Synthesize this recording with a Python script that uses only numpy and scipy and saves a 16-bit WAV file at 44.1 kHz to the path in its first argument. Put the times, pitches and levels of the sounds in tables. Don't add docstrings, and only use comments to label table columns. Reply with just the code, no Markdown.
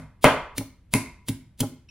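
import sys
import numpy as np
from scipy import signal
from scipy.fft import rfft, irfft
from scipy.io import wavfile
from scipy.ndimage import map_coordinates

SR = 44100
rng = np.random.default_rng(int(sys.argv[2]) if len(sys.argv) > 2 else 0)


def wrap_up_sound(samples):
    columns = np.atleast_2d(samples).T
    tamed = np.clip(columns, -1, 1)
    steps = np.round(tamed * 32767).astype(np.int16)
    wavfile.write(sys.argv[1], SR, steps)


N = 83790

# (time [s], mortar knock level [dB], pestle ring level [dB], tick level [dB])
STONE_BLOWS = [(-0.1, -14.5, -28, -24.5), (0.2428, 9, -7.5, -16.5), (0.5800, -49, -32.5, -27.5),
               (0.938, -13, -12, -12), (1.2877, -32, -34.5, -27.5), (1.6037, -38, -31, -25.5)]


def undb(db):
    return 10 ** (np.asarray(db) / 20)


def unit(x):
    energy = SR * 0.001
    return x * np.sqrt(energy / np.sum(x ** 2))


def ring(modes):
    t = np.arange(SR // 2) / SR
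    total = 0
    for k, (hz, db, t60) in enumerate(modes):
        decay = np.exp(-np.log(1000) * t / t60)
        mode = unit(np.sin(2 * np.pi * hz * t) * decay)
        total = total + (-1) ** k * undb(db) * mode
    return unit(total)


def colour(points, size):
    hz, db = np.array(points).T
    bins_hz = np.fft.rfftfreq(size, 1 / SR)
    return undb(np.interp(np.log(bins_hz + 1), np.log(hz), db))


def click(points):
    size = SR // 2
    cepstrum = irfft(np.log(colour(points, size)), size)
    cepstrum[1:size // 2] *= 2
    cepstrum[size // 2 + 1:] = 0
    return unit(irfft(np.exp(rfft(cepstrum)), size))


def add(track, at_s, sound):
    start = int((at_s + 1) * SR)
    part = sound[:len(track) - start]
    track[start:start + len(part)] += part


def diffuse(size):
    spacing_m, sound_speed, bass_likeness = 0.031, 343, 0.975
    f = np.fft.rfftfreq(size, 1 / SR)
    like = np.sinc(2 * f * spacing_m / sound_speed) * bass_likeness
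    mid, side = rfft(rng.standard_normal((2, size)))
    opposite = np.array([[1], [-1]])
    return mid * np.sqrt((1 + like) / 2) + side * np.sqrt((1 - like) / 2) * opposite


def push(length_s):
    t = np.arange(SR // 20) / SR
    return np.sin(np.pi * np.minimum(t / length_s, 1))


def rub(length_s, body):
    force = push(length_s)
    lead = len(force) // 10
    rough = force * rng.standard_normal(len(force))
    spectrum = rfft(np.roll(rough, lead))
    grit = irfft(spectrum / np.abs(spectrum), len(force))[lead:]
    return unit(signal.fftconvolve(grit, body))


def background():
    # (frequency [Hz], relative level [dB])
    rumble_colour = [(20, -4), (60, 6), (130, -3), (200, -6), (270, -15.5), (420, -25), (1000, -33),
                     (2500, -36), (6000, -47.5), (11000, -43.5), (16000, -62.5)]
    rumble_db = -54
    x = irfft(diffuse(N) * colour(rumble_colour, N), N)
    return undb(rumble_db) * x / x.std()


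def stone():
    # (frequency [Hz], relative level [dB], t60 [s])
    mortar_modes = [(280, -18.5, .1), (412.4, -6.5, 0.1), (562, -15, 0.24), (593, -0.5, 0.19),
                    (646, 2, 0.012), (727.5, -13, 0.45), (878, -10, 0.45), (870, -6.5, .05),
                    (1028.6, -5.5, .06), (1123, -10, 0.4), (1239, -11, .07), (1414, -3.5, .08),
                    (1907, -21.5, .1)]
    # (frequency [Hz], relative level [dB])
    snap_colour = [(40, -4.5), (250, -22.5), (600, -3.5), (1200, -8), (1700, -13.5), (2700, -16),
                   (4200, -31), (8000, -37.5), (16000, -48)]
    # (frequency [Hz], relative level [dB])
    tick_colour = [(200, 12.5), (1500, 2), (2800, 6), (4200, 4), (6500, 6), (10500, 14.5), (12500, 5),
                   (16000, -19)]
    body_db, snap_db = -11.5, -3
    tick_s = 0.0014
    out, tick = np.zeros(N + SR), click(tick_colour)
    knock = undb(body_db) * ring(mortar_modes) + undb(snap_db) * click(snap_colour)
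    for s, knock_db, _, tick_db in STONE_BLOWS:
        add(out, s, -undb(knock_db) * knock)
        add(out, s, undb(tick_db) * rub(tick_s, tick))
    return out


def pestle():
    # (frequency [Hz], relative level [dB])
    pestle_modes = [(985, -1), (1070, -6.5), (2090, 0), (2210, 2.5), (2430, -4), (2690, -5.5),
                    (3100, -11.5), (3650, -16)]
    fade_cycles = 70
    out = np.zeros(N + SR)
    clink = ring([(hz, db, fade_cycles / hz) for hz, db in pestle_modes])
    for s, _, ring_db, _ in STONE_BLOWS:
        add(out, s, -undb(ring_db) * clink)
    return out


def counter():
    # (time [s], level [dB], length of push [s])
    thumps = [(-0.09, -2.5, 0.0046), (0.2447, -2, 0.0029), (0.583, -15, 0.0031), (0.9401, -13, 0.0021),
              (1.292, -9.5, 0.0026), (1.6062, -11.5, 0.0032)]
    # (time [s], counter level [dB], chatter level [dB], chatter length [s])
    settles = [(0.261, -14.5, -6, 0.008), (0.595, -20.5, -27.5, 0.022), (0.606, -54, -24, 0.0068),
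               (0.9500, -5.5, -16, 0.0043), (1.303, -25, -33.5, 0.0071), (1.616, -11.5, -18, 0.032),
               (1.6280, -21.5, -19, .012)]
    # (frequency [Hz], relative level [dB], t60 [s])
    counter_modes = [(62.3, -11.5, 0.27), (105.6, -3, 0.15), (154, -1, 0.27), (186, -9, 0.15),
                     (265.7, 6.5, 0.1), (343.2, -15, 0.49), (421, -7, 0.067)]
    # (frequency [Hz], relative level [dB], t60 [s])
    base_modes = [(280, 7, .08), (430, -5, 0.089), (572, 0, .1), (630, -4.5, .1), (823, -2.5, 0.074),
                  (1050, -7.5, .04), (1380, -9, 0.01)]
    out, top, base = np.zeros(N + SR), ring(counter_modes), ring(base_modes)
    for s, db, length in thumps:
        add(out, s, undb(db) * unit(signal.fftconvolve(push(length), top)))
    for s, counter_db, chatter_db, length in settles:
        add(out, s, undb(counter_db) * top)
        add(out, s, undb(chatter_db) * rub(length, base))
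    return out


def kitchen(x):
    # (centre frequency [Hz], late t60 [s], late level [dB], early level [dB])
    room_bands = [(59.6, 1, -14, -27), (150, 0.36, -1.5, -16.5), (332, 0.52, -9, -5.5),
                  (550, 0.51, -12, -6), (750, .45, -12.5, -6.5), (1080, 0.57, -9, -5), (1450, 0.48, -4, -9),
                  (2440, 0.51, -9, -6.5), (4530, 0.41, -3, -7), (9800, 0.16, -7.5, -5),
                  (12500, 0.13, -7.5, -5.5), (16000, .26, -10.5, -8)]
    early_t60_s, gap_s, rise_s = 0.28, 0.0045, 0.0038
    t, f = np.arange(SR) / SR, np.fft.rfftfreq(SR, 1 / SR)
    noise, centres = diffuse(SR), np.log([row[0] for row in room_bands])
    swell = np.clip((t - gap_s) / rise_s, 0, 1)
    early = swell * np.exp(-np.log(1000) * t / early_t60_s)
    early = early / np.linalg.norm(early)
    response = 0
    for share, (_, t60, late_db, early_db) in zip(np.eye(len(room_bands)), room_bands):
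        late = swell * np.exp(-np.log(1000) * t / t60)
        late = late / np.linalg.norm(late)
        fade = np.hypot(undb(late_db) * late, undb(early_db) * early)
        band = np.interp(np.log(f + 1), centres, share)
        response = response + fade * irfft(noise * band, SR)
    return signal.fftconvolve(x[None], response, axes=1)[:, :len(x)]


def food():
    # (time [s], length [s], level [dB], skirt level relative to the burst [dB],
    # frequency of the hollow around the pestle [Hz], level of the hollow [dB])
    crunches = [(0.2421, 0.0026, -7, -11.5, 1940, -14), (0.5804, 0.0043, -13.5, -6.5, 2347, -25),
                (0.938, 0.0025, -11, -11, 2312, -25), (1.2822, 0.014, -15, -12.5, 3860, -37),
                (1.6034, 0.0078, -10, -13.5, 3376, -26)]
    # (frequency [Hz], relative level [dB])
    crack_colour = [(200, 9), (1600, -10), (2300, -1), (3400, 4), (5800, -1), (8000, -1), (10300, 4.5),
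                    (12500, -6), (16000, 4.5)]
    rise_share, roughness = 0.25, 0.82
    skirt_s, hollow_t60_s, lead_s = 0.0068, 0.015, 0.03
    out, grain = np.zeros(N + SR), click(crack_colour)
    t = np.arange(SR // 10) / SR - lead_s
    for s, length, db, skirt_db, hollow_hz, hollow_db in crunches:
        burst = np.clip(t / (rise_share * length), 0, 1) * np.exp(-(t / length) ** 2)
        skirt = undb(skirt_db) * np.exp(-abs(t) / skirt_s)
        sizes = np.exp(roughness * rng.standard_normal(len(t)))
        cracks = rng.standard_normal(len(t)) * sizes
        crunch = unit(signal.fftconvolve(cracks * (burst + skirt), grain))
        hollow = ring([(hollow_hz, 0, hollow_t60_s)])
        add(out, s - lead_s, undb(db) * crunch)
        add(out, s - lead_s, undb(hollow_db) * unit(signal.fftconvolve(cracks * burst, hollow)))
    return out


def faint_ringing():
    # (frequency [Hz], relative level [dB], t60 [s])
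    line_modes = [(2604, 0.5, 0.11), (3010, -8.5, 0.21), (3820, -14.5, 0.061), (5580, 2.5, 0.58),
                  (10955, -22.5, 0.087)]
    at_s, length_s, level_db = 1.884, 0.0094, -36
    out = np.zeros(N + SR)
    add(out, at_s, undb(level_db) * rub(length_s, ring(line_modes)))
    return out


def scene():
    lag_s = 0.00002
    hard_wet_db, pestle_wet_db, food_wet_db, counter_wet_db = 2, 1.5, -8, -7
    hard, clink, soft, low = stone() + faint_ringing(), pestle(), food(), counter()
    near, i = hard + clink + soft + low, np.arange(N + SR)
    left = map_coordinates(near, [i - lag_s * SR])
    direct = np.array([left, near])
    into_room = undb(hard_wet_db) * hard + undb(pestle_wet_db) * clink
    into_room = into_room + undb(food_wet_db) * soft + undb(counter_wet_db) * low
    heard = (direct + kitchen(into_room))[:, SR:]
    return heard + background()


def record(dry):
    low_cut_hz, top_hz = 19, 15750
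    bass_cut = signal.butter(1, low_cut_hz, "highpass", fs=SR, output="sos")
    top_cut = signal.ellip(10, 0.2, 90, top_hz, fs=SR, output="sos")
    thin = signal.sosfilt(bass_cut, dry)
    clipped = 0.96 * thin / (1 + thin ** 8) ** (1 / 8)
    return signal.sosfilt(top_cut, clipped)


dry = scene()
out = record(dry)
wrap_up_sound(out)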